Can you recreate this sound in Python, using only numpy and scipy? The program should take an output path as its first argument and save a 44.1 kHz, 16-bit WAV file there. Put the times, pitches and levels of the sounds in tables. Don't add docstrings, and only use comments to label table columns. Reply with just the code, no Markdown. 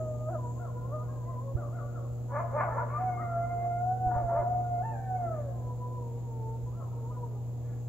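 import sys
import numpy as np
from scipy import signal
from scipy.fft import rfft, irfft, next_fast_len
from scipy.io import wavfile
from scipy.ndimage import uniform_filter1d

SR = 44100
rng = np.random.default_rng(int(sys.argv[2]) if len(sys.argv) > 2 else 0)


def how_loud(loudness_db):
    steps = np.asarray(loudness_db, float) / 20
    return 10 ** steps


def store_wav(level_fs):
    pcm = np.round(np.clip(np.atleast_2d(level_fs), -1, 1) * 32767)
    wavfile.write(sys.argv[1], SR, pcm.T.astype(np.int16))


N = 347803

# (time [s], pitch [Hz], effort [dB], mouth opening on upper partials [dB])
OPENING_HOWL = [(0, 636, -33.5, -14), (.1, 616, -42, -12), (.15, 608.7, -44, -10), (.25, 615.4, -46.5, -4),
                (.289, 629.5, -34.5, -4.5), (.315, 752, -48, -11), (.335, 709, -40, -4),
                (.36, 617.3, -35.5, -9), (.429, 570, -70, 2)]
LOW_MOAN = [(.37, 512, -58, -19), (.392, 505, -56, 11.5), (.47, 481, -53.5, 6), (.545, 504.6, -63, 3),
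            (.6, 537, -48, -5)]
RISING_MOAN = [(.74, 492, -48, -11), (.772, 495.5, -48.5, 1), (.81, 499, -58, -2), (.85, 514, -47, -2),
               (.88, 536, -50.5, -8), (.908, 549, -51, -4), (.922, 581, -42, -3), (.945, 616.6, -39, 0),
               (.99, 607.4, -46.5, 2), (1.03, 620, -53.5, 7), (1.055, 605, -67, 1)]
WAVERING_MOAN = [(1.07, 525, -55.5, -1), (1.12, 548, -55.5, 4), (1.18, 524.6, -60, 3.5),
                 (1.24, 483.6, -58, 2.5), (1.3, 523, -54.5, 6), (1.36, 494, -56, 6.5),
                 (1.394, 501, -52.5, 7), (1.442, 546, -50, -8), (1.494, 543, -41.5, -11.5),
                 (1.539, 544, -42, -16)]
SQUEAK = [(2.89, 1035, -46.5, -14), (2.93, 1166, -40.5, -11.5), (2.972, 1200, -25, -23),
          (2.985, 1209, -33, -24.5), (3.0, 1404, -44, -26)]
LAST_MOAN = [(6.92, 474.6, -54, -2), (7.0, 466.5, -53, -7), (7.05, 453.4, -44, -10.5), (7.11, 500, -53, 3),
             (7.14, 498, -65, -10), (7.17, 496.7, -48.5, 1), (7.205, 488, -50, -8), (7.24, 480, -46, 4.5),
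             (7.28, 448, -52, -24), (7.35, 417, -49, -18), (7.43, 407, -52, -19)]
# (time [s], pitch [Hz], effort [dB], mouth opening [dB], lips on third partial [dB])
HOWL_SWELL = [(2.965, 666, -53.5, -8.5, -10.5), (2.99, 714, -39.5, -13, -9), (3.02, 745, -37, -18.5, -13),
              (3.05, 743.5, -38, -16.5, -20), (3.07, 738, -37, -15, -3), (3.098, 725.5, -36.5, -9, -0.5),
              (3.19, 710, -42.5, -16.5, 9), (3.256, 699.6, -39.5, -2.5, -1), (3.36, 682.5, -36.5, -3, -16),
              (3.5, 699, -34, -10, -7), (3.6, 698, -34.5, -15, -2.5), (3.665, 698.8, -33, -27, -6.5),
              (3.72, 699, -34, -9.5, -5.5), (3.79, 703.5, -37, -6, -10), (3.87, 727, -32.5, -28.5, -27),
              (3.925, 741, -34, -13.5, -32), (3.985, 755, -45, -18, -28)]
HOWL_HOLD = [(3.96, 748.6, -45.5, -16, -29.5), (4.04, 742, -33.5, -21, -24.5), (4.11, 726, -34, -9, -22),
             (4.2, 710, -33.5, -13.5, -19), (4.225, 700, -39.5, -20.5, -22), (4.28, 687.7, -31.5, -20, -18),
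             (4.34, 680.4, -35.5, -8.5, -7.5), (4.41, 692.5, -32, -20, -7.5),
             (4.46, 710.5, -36, -17.5, -22), (4.52, 719.5, -33, -21.5, -26),
             (4.59, 719.4, -32.5, -34, -17.5), (4.65, 713, -38.5, -10.5, -14.5),
             (4.75, 705.3, -35.5, -18.5, -17), (4.79, 700.5, -37, -18, -8), (4.84, 758, -38, -18, -22)]
BREAK_AND_FALL = [(4.815, 807.6, -54, -2.5, -9), (4.855, 903.4, -39.5, -0.5, -4),
                  (4.915, 888.7, -44, -2, -2), (4.957, 786, -48.5, -2, -3.5), (5.05, 766, -45.5, -11, -3),
                  (5.118, 748.4, -34.5, -16, -26), (5.17, 729.6, -42, -20, -6), (5.21, 713, -37, -18, -13),
                  (5.25, 690.7, -33.5, -15, -16), (5.285, 660.7, -45, 1, 0),
                  (5.32, 652.7, -35.5, -6.5, -20), (5.37, 610.3, -45, 0, -12), (5.4, 594, -36, -21, -16),
                  (5.44, 579.5, -48, -20, -12), (5.485, 549, -40, -26, -11), (5.53, 527, -54, -6, -8)]
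LOW_HOLD = [(5.515, 538.6, -59, -4, -8), (5.62, 498.5, -53, -3, -6), (5.72, 492.7, -47, -5, -16),
            (5.775, 496.4, -53, -20, -16), (5.82, 493.8, -46.5, -1.5, -14), (5.95, 500, -49.5, -1, -14),
            (6.07, 470, -49, -2.5, -14), (6.11, 462, -46, -16, -16), (6.19, 477.7, -48.5, -7.5, -12),
            (6.215, 478, -57, -13, -10), (6.25, 475, -57, 3.5, 0), (6.33, 452, -48, -9, -2),
            (6.45, 444.4, -43, -6, -6), (6.56, 452, -44.5, -9.5, -4), (6.62, 456, -55, -24, -10),
            (6.7, 495, -51, -12, -12)]
# (howl, third partial [dB], throb rate [1/s], throb depth [dB], moment of least fundamental [s])
LEAD_VOICE = [
    (LOW_MOAN, -23, 8.2, 2.4, 0.481),
    (RISING_MOAN, -30, 12.5, 0.8, 0.84),
    (WAVERING_MOAN, -20, 9.7, 1.3, 1.3),
    (SQUEAK, -26, 7.8, .4, 3.2),
    (OPENING_HOWL, -35, 5.7, 0.44, 0.19),
    (HOWL_SWELL, -10.5, 2.7, 0.48, 4.3),
    (HOWL_HOLD, -12.5, 14, 0.34, 2.2),
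    (BREAK_AND_FALL, -11, 20, 0.83, 5.33),
    (LOW_HOLD, -22, 7.9, 0.66, 5.7),
    (LAST_MOAN, -22, 15.3, 1.9, 6.6),
]
# (frequency [Hz], level [dB])
HEAD = [(430, -8.5), (620, -1.5), (720, 0), (1000, -2), (1400, -10), (1850, -21), (2100, -12),
        (2320, -21.5)]
# (time [s], pitch [Hz], effort [dB], mouth opening [dB])
BRIGHT_YELP = [(3.172, 580, -58.5, 14), (3.19, 613, -58, 16), (3.215, 653, -56.5, 20),
               (3.24, 607, -57.5, 13), (3.262, 570, -59.5, 13)]
LATE_BREAK = [(6.66, 493, -55.5, 2), (6.715, 501, -64, 1.5), (6.735, 612, -65, 4.1), (6.77, 681, -62, 7.5),
              (6.795, 682, -58.5, 5.2), (6.825, 620, -56, 4.2), (6.84, 590, -70, 3)]
FALLING_CRY = [(.635, 702, -59.5, 6.8), (.655, 659, -51.5, 6.7), (.668, 612, -54, 5), (.676, 539, -57, 4.3),
               (.7, 521, -52, 3.9), (.72, 490, -59, 3)]
SINKING_CRY = [(6.8, 556, -63, 3), (6.825, 538, -53.5, 3.4), (6.845, 523, -64, 2.6), (6.865, 502, -56, 3),
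               (6.89, 448, -59, 2)]
# (start [s], length [s], top pitch [Hz], effort [dB], mouth opening
# [dB])
YIPS = [
    (1.243, 0.13, 682, -55, -19),
    (1.563, 0.081, 712, -50.5, 2.5),
    (1.724, 0.099, 720, -53.5, 5.5),
    (1.922, 0.075, 711, -55.5, 7),
    (1.634, .06, 642, -60, 3),
    (1.989, 0.089, 644, -63.5, 2),
]
# (start [s], length [s], top pitch [Hz], effort [dB], mouth opening [dB])
WHINES = [(.593, 0.066, 709.3, -51.5, 2), (.66, 0.24, 710.6, -66, 5.5), (0.995, 0.054, 499.6, -58, 1.5),
          (1.075, 0.09, 610, -56.5, -3), (1.02, .07, 720, -65.5, 3.5), (1.56, 0.12, 590.5, -48.5, -11.5),
          (1.75, 0.17, 726, -62, 6), (1.8, 0.075, 580, -50, -8), (1.99, 0.088, 556, -54, -8.5),
          (7.105, 0.054, 617, -61, 7), (7.32, 0.073, 605, -70, 1.5), (7.13, 0.047, 725, -68.5, 7),
          (1.085, .09, 815, -73, 15.5), (1.25, .1, 996, -81, 16), (4.84, .14, 711, -50, -24.5),
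          (4.91, 0.064, 591, -50.5, -25), (5.48, 0.097, 715, -53.5, -25), (.3, 0.061, 345.5, -45, -30),
          (1.55, 0.041, 358.6, -41.5, -31), (4.04, 0.085, 340, -46, -32), (4.29, 0.044, 389, -48.5, -29),
          (4.385, 0.047, 396, -40, -28), (5.25, 0.054, 355, -49.5, -28)]
# (time [s], effort [dB], pitch [Hz], brightness [dB per octave])
FIRST_BARK = [(2.27, -68, 481, 0), (2.302, -51, 481, 0.5), (2.318, -42.5, 501, -1), (2.33, -37.5, 570, 0.5),
              (2.36, -34.5, 584, 5), (2.385, -32.5, 621, 7), (2.4, -33, 700, 0.5),
              (2.429, -41.5, 673, -0.5), (2.48, -57, 660, -4)]
SECOND_BARK = [(2.51, -52, 489, -10.5), (2.548, -32, 590, -4), (2.581, -32.5, 595, 5.5),
               (2.602, -28, 590, 9), (2.618, -33, 781, 7.5), (2.64, -36, 749.5, 5), (2.665, -39, 670, 1),
               (2.69, -35, 641, -2), (2.73, -47.5, 640, 6)]
THIRD_BARK = [(2.73, -49.5, 517, -3.5), (2.76, -35.5, 545, -2), (2.775, -38.5, 660, 3.5),
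              (2.795, -37.5, 700, 4), (2.815, -39, 716, 3.5), (2.825, -39.5, 598, -1.5),
              (2.85, -43.5, 590, -3.5), (2.89, -56, 571, -2.5)]
LOW_BARK = [(2.645, -54, 404, 9), (2.685, -44, 428.7, 8.3), (2.705, -47, 426.2, 5.3),
            (2.725, -37, 448.4, 6.1), (2.76, -42.5, 439, 4), (2.801, -37.5, 480.5, 5),
            (2.85, -52, 475, 5.1)]
# (start [s],
# length [s], effort [dB], top pitch [Hz], brightness [dB per octave])
MID_BARKS = [(4.065, 0.056, -50, 479, 1.5), (4.105, 0.09, -39, 488, 2.5), (4.15, 0.098, -37.5, 615.4, 0.5),
             (4.215, .08, -51, 559, -1.5), (4.28, 0.1, -43.5, 471.5, 2.5), (4.31, 0.062, -39.5, 556, -3),
             (4.345, .095, -33, 620.6, -1.5), (4.4, .07, -43.5, 490, 0.5), (4.45, 0.081, -55, 485.5, 0),
             (5.15, 0.16, -53.5, 598, -2), (5.32, 0.153, -56.5, 601, 10.5), (7.6, 0.24, -71, 586, 19),
             (7.64, 0.19, -73, 476, 30), (2.88, 0.11, -54.5, 744, 15.5), (2.97, .1, -51.5, 723, 15.5),
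             (3.28, .2, -54.5, 560, 3.5), (3.45, .15, -58, 530, 5), (3.571, .16, -57, 558, 3.5)]
# (frequency [Hz], width [Hz], level [dB])
THROAT = [(346, 39, -15.5), (590, 101, 10.5), (700, 70, 4.5), (843, 60, 7.5), (987, 78, 8),
          (1204, 150, 1.5), (1448, 100, -7.5), (1691, 73, -6), (2120, 222, -20), (2630, 300, -39)]
# (frequency [Hz], time [s])
ECHO_T60 = [(300, 1.5), (700, 1.22), (1500, 1.17), (3000, 0.77)]
# (delay [s], spread [s], level [dB])
TREELINE = [
    (.16, .06, 2),
    (.47, .1, 6),
]
# (middle [s], peak [dB], pitch [Hz], length [s])
PUFFS = [
    (1.556, -18, 75, 0.023),
    (4.072, -25.5, 62, 0.024),
    (4.166, -23, 68, 0.02),
    (4.249, -27.5, 58, 0.046),
    (4.403, -32, 55, 0.034),
    (6.641, -33, 60, 0.051),
]
# (frequency [Hz], level [dB per Hz])
INSECTS = [(6080, -39), (6220, -5.5), (6500, -4.5), (7050, -0.5), (7350, -1), (7700, -7.5), (7900, -8),
           (8020, -39)]
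# (time [s], level [dB])
INSECT_LEVEL = [(0.0, -67.5), (0.42, -68.5), (0.46, -64.5), (0.77, -69.5), (6.48, -70), (7.56, -70.5),
                (7.89, -69.5)]
# (multiple of twice the line rate, level [dB], waver [dB])
HUM = [(1, -36.5, 0.44), (2, -56.5, -1), (3, -60.5, 2.5), (4, -53.5, 1.5), (5, -60.5, 3), (6, -70.5, 1.5)]
# (frequency [Hz], level [dB per Hz])
NIGHT = [(20, -16.5), (40, -17.5), (62, 1.5), (95, -3.5), (170, -8), (350, -14), (520, -16.5), (800, -19),
         (1300, -37), (2000, -54), (3000, -60.5), (6000, -70)]
# (frequency [Hz], likeness [0 to 1])
NIGHT_SAME = [(30, 0.37), (60, 0.6), (160, 0.61), (270, 0.93), (450, 1), (740, 0.91), (1220, 0.93),
              (2500, 0.24)]
# (time [s], level [dB])
NIGHT_LEVEL = [(0, 1), (2.2, -.5), (3.5, 0.3), (5, 1), (6.5, -0.5), (7.3, 0.5), (7.89, -1.5)]
# (frequency [Hz], level [dB per Hz])
HISS = [(300, -3), (1500, 3.5), (4000, -1), (5800, -3), (8500, -10), (10500, -6), (12500, 0.5), (15700, -1)]


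def evened(x):
    return x / np.sqrt(np.mean(x ** 2) + 1e-20)


def read(points, hz):
    f, value = np.transpose(points)
    return np.interp(np.log(hz + 1), np.log(f + 1), value)


def add(mix, s, sound):
    part = mix[round(s * SR):][:len(sound)]
    part += sound[:len(part)]


def drift(count, width_s):
    size = max(int(width_s * SR), 1)
    return evened(uniform_filter1d(uniform_filter1d(rng.standard_normal(count), size), size))


def bandpass(x, low_hz, high_hz):
    return signal.lfilter(*signal.butter(2, [low_hz, high_hz], "band", fs=SR), x)


def howl(rows, jitter=.004, flutter_db=1.5, breath_db=-24, hoarse=.3, fade_s=0.017):
    s, *columns = np.transpose(rows)
    t = np.arange(s[0], s[-1], 1 / SR)
    hz, *levels_db = (np.interp(t, s, c) for c in columns)
    slide = abs(np.gradient(np.log(hz))) * SR
    glide = np.clip(uniform_filter1d(slide, 900) / 6, 0, 1)
    wander = 1 + (jitter + .012 * glide) * drift(len(t), .004)
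    phase = 2 * np.pi * np.cumsum(hz * wander) / SR
    partials = 0
    for k, db in enumerate(levels_db):
        flutter = flutter_db * (k + .5) ** 1.45 * drift(len(t), 0.014)
        partials = partials + how_loud(db + flutter) * np.sin((k + 1) * phase)
    haze = 1 + how_loud(breath_db) * drift(len(t), .0008) + hoarse * glide * drift(len(t), .003)
    halves = 1 + hoarse * glide * np.cos(phase / 2)
    already_on = fade_s / 2 * (t[0] == 0)
    edges = np.clip(np.minimum(t - t[0] + already_on, t[-1] - t) / fade_s, 0, 1)
    return s[0], np.sqrt(2) * partials * haze * halves * edges


def sung(rows, third_db, rate=5.0, throb_db=0.0, dip_s=0.0):
    s, *columns = np.transpose(rows)
    t = np.append(np.arange(s[0], s[-1], .005), s[-1])
    hz, effort_db, open_db, *lips_db = (np.interp(t, s, c) for c in columns)
    wave = .5 + .5 * np.cos(2 * np.pi * rate * (t - dip_s))
    depth, sharp = 3, 2.8
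    odd_db = throb_db * (1 - depth * wave ** sharp)
    even_db = 1.5 * throb_db * (1 - depth * (1 - wave) ** sharp)
    lip_db = lips_db[0] if lips_db else 0.56 * open_db
    first = effort_db + read(HEAD, hz) + odd_db
    second = effort_db + read(HEAD, 2 * hz) + open_db + even_db
    third = effort_db + read(HEAD, 3 * hz) + lip_db + third_db + odd_db
    return np.transpose([t, hz, first, second, third])


def arch(start, length, skew, sharp):
    u = np.linspace(0, 1, 24)
    return start + length * u, abs(np.sin(np.pi * u ** skew)) ** sharp


def short_call(row, bend, skew, sharp, ends_db, third_db, opens_db):
    start, length, top_hz, effort_db, open_db = row
    t, a = arch(start, length, skew, sharp)
    mouth_db = open_db + opens_db * ((t - start) / length - .5)
    rows = np.transpose([t, top_hz * (1 - bend * (1 - a)), effort_db + ends_db * (1 - a), mouth_db])
    return sung(rows, third_db)


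def yip(row):
    return short_call(row, bend=.21, skew=.6, sharp=1.2, ends_db=-1, third_db=-21.5, opens_db=4)


def whine(row):
    return short_call(row, bend=0.05, skew=.8, sharp=0.5, ends_db=-2, third_db=-26, opens_db=-5.0)


def bark(rows, jitter=.05, halves=.7):
    s, *columns = np.transpose(rows)
    t = np.arange(s[0], s[-1], 1 / SR)
    effort_db, hz, bright_db, rough = (np.interp(t, s, c) for c in columns)
    rough = np.clip(rough, 0, 1)
    turns = np.cumsum(hz * (1 + jitter * drift(len(t), .003))) / SR
    uneven = halves * np.clip(hz / 330 - 1, 0, 1)
    pulses = sum(np.cos(2 * np.pi * k * turns) for k in range(1, 5))
    folds = pulses * (1 + uneven * np.cos(np.pi * turns))
    puffs = (0.4 + np.exp(-(turns % 1) / .3)) * rng.standard_normal(len(t))
    drive = (1 - rough) * evened(folds) + .7 * rough * evened(puffs)
    throat = 0
    for k, (f, width, db) in enumerate(THROAT):
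        ring = resonate(resonate(drive, f, 1.6 * width), f, 1.6 * width)
        throat = throat + (-1) ** k * how_loud(db + bright_db * np.log2(f / 900)) * ring
    steady = throat / np.sqrt(abs(uniform_filter1d(throat ** 2, 1500)) + 1e-12)
    effort = how_loud(effort_db + 2.0 * drift(len(t), 0.004))
    return s[0], effort * steady * signal.windows.tukey(len(t), .15)


def resonate(x, hz, width):
    return signal.lfilter(*signal.iirpeak(hz, hz / width, SR), x)


def pushed(rows):
    return np.column_stack([rows, np.interp(np.transpose(rows)[3], [-3, 7], [.1, .42])])


def barked(start, length, effort_db, top_hz, bright_db):
    t, a = arch(start, length, skew=.7, sharp=1)
    ends = 1 - a
    return np.transpose([t, effort_db - 12 * ends, top_hz * (1 - .14 * ends),
                         bright_db - 5 * ends, .18 + .04 * a])


def pack():
    far, lead, near, mid = np.zeros((4, N))
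    cries = [sung(BRIGHT_YELP, third_db=-3.5), sung(LATE_BREAK, third_db=-25),
             sung(FALLING_CRY, third_db=-30), sung(SINKING_CRY, third_db=-26)]
    for rows in cries + [yip(row) for row in YIPS] + [whine(row) for row in WHINES]:
        add(far, *howl(rows, jitter=.004, flutter_db=1.3, breath_db=-22, hoarse=.2, fade_s=.004))
    for voice in LEAD_VOICE:
        add(lead, *howl(sung(*voice), jitter=.0018, flutter_db=.9, breath_db=-32, hoarse=.2))
    for rows in FIRST_BARK, SECOND_BARK, THIRD_BARK, LOW_BARK:
        add(near, *bark(pushed(rows), jitter=.032, halves=.85))
    for row in MID_BARKS:
        add(mid, *bark(barked(*row), jitter=.03, halves=.9))
    direct = how_loud(2.0) * (far + lead) + how_loud(-0.23) * (near + mid)
    aimed = lead + 3.2 * bandpass(lead, 1500, 1900)
    thrown = how_loud(0.5) * far + how_loud(-4.5) * aimed + how_loud(-1.5) * near + how_loud(-5.0) * mid
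    ports = np.array([direct, np.roll(direct, 3)]) + echoes(thrown)
    return ports + np.array([[.25], [-.25]]) * bandpass(ports, 900, 1700)


def echoes(x):
    taps = np.zeros((2, 2 * SR))
    at = np.arange(300, 2 * SR - 40, 40) + rng.integers(0, 40, (2, (2 * SR - 301) // 40))
    np.put_along_axis(taps, at, rng.choice([-1., 1.], at.shape), 1)
    taps[1] = .85 * taps[1] + .5 * taps[0]
    hz, t, z = signal.stft(taps, SR, nperseg=256)
    humps_db = sum(db * np.exp(-((t - delay) / spread) ** 2) for delay, spread, db in TREELINE)
    ground = 4.5 * np.exp(-t / .015)
    decay = how_loud(humps_db - 60 * t / read(ECHO_T60, hz)[:, None])
    tail = signal.istft(z * (decay + ground), SR, nperseg=256)[1]
    lows = signal.lfilter(*signal.butter(2, 2000, fs=SR), tail)
    tail = tail / np.linalg.norm(lows[0]) * np.sqrt(2000 / (SR / 2))
    shimmer = 1 + .36 * drift(N, .01)
    return signal.fftconvolve(x[None] * shimmer, tail, axes=1)[:, :N]


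def wind():
    out = np.zeros(N)
    for s, db, hz, length in PUFFS:
        t = np.arange(0, 1.67 * length, 1 / SR)
        middle = t[-1] / 2
        push = np.cos(2 * np.pi * hz * (t - middle)) * np.hanning(len(t)) ** 2.5
        add(out, s - middle, how_loud(db) * push)
    return out * how_loud(np.array([[-24], [0]]))


def insects():
    s, db = np.transpose(INSECT_LEVEL)
    level = how_loud(np.interp(np.arange(N) / SR, s, db) + 3.5 + 0.5 * drift(N, 0.036))
    chorus = noise(INSECTS, [(100, 0.0032), (9000, 0.004)], patchy_db=1.0)
    return level * chorus * how_loud(np.array([[0], [-30]]))


def hum():
    hum_hz, right_lead = 120.03, .33
    t = np.arange(N) / SR
    phase = 2 * np.pi * hum_hz * t + np.array([[0], [right_lead]])
    eased_db = np.interp(t, [4, 7.5], [0, -1.5])
    out = 0
    for k, db, waver_db in HUM:
        level = how_loud(db + (k - 1) * eased_db + waver_db * drift(N, 0.16))
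        out = out + np.sqrt(2) * level * np.sin(round(k) * phase + 6 * rng.random())
    return out


def night():
    level_db = -47.5 + np.interp(np.arange(N) / SR, *np.transpose(NIGHT_LEVEL))
    return how_loud(level_db) * noise(NIGHT, NIGHT_SAME, patchy_db=1.0)


def noise(shape, same, patchy_db):
    frames, hz = N // 512 + 5, np.fft.rfftfreq(2048, 1 / SR)
    a, b, c, d, patches = rng.standard_normal((frames, 1025, 5)).T
    patches = evened(uniform_filter1d(uniform_filter1d(patches, 14, 0), 8, 1))
    like = np.clip(read(same, hz), -1, 1)[:, None]
    left = a + 1j * b
    z = np.array([left, like * left + np.sqrt(1 - like ** 2) * (c + 1j * d)])
    below = np.where(hz < shape[0][0], 2, 1)
    z *= how_loud((read(shape, hz) * below)[:, None] + patchy_db * patches)
    return evened(signal.istft(z, nperseg=2048, noverlap=1536)[1][:, :N])


def microphone_hiss():
    hiss = noise(HISS, [(100, 0.011), (9000, 0.0033)], patchy_db=.5)
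    return how_loud(-67.5) * hiss * how_loud(np.array([[.5], [-.5]]))


def scene():
    return pack() + wind() + insects() + hum() + night()


def band_limit(x):
    return signal.sosfilt(signal.butter(12, 16420, fs=SR, output="sos"), x)


def record(dry):
    ports = (dry + microphone_hiss()) * np.minimum(.5 + np.arange(N) / 300, 1)
    size = next_fast_len(N + 4096)
    passed = np.fft.rfftfreq(size, 1 / SR) < 15740
    limited = irfft(rfft(ports, size) * passed, size)[:, :N]
    return band_limit(limited)


dry = scene()
out = record(dry)
store_wav(out)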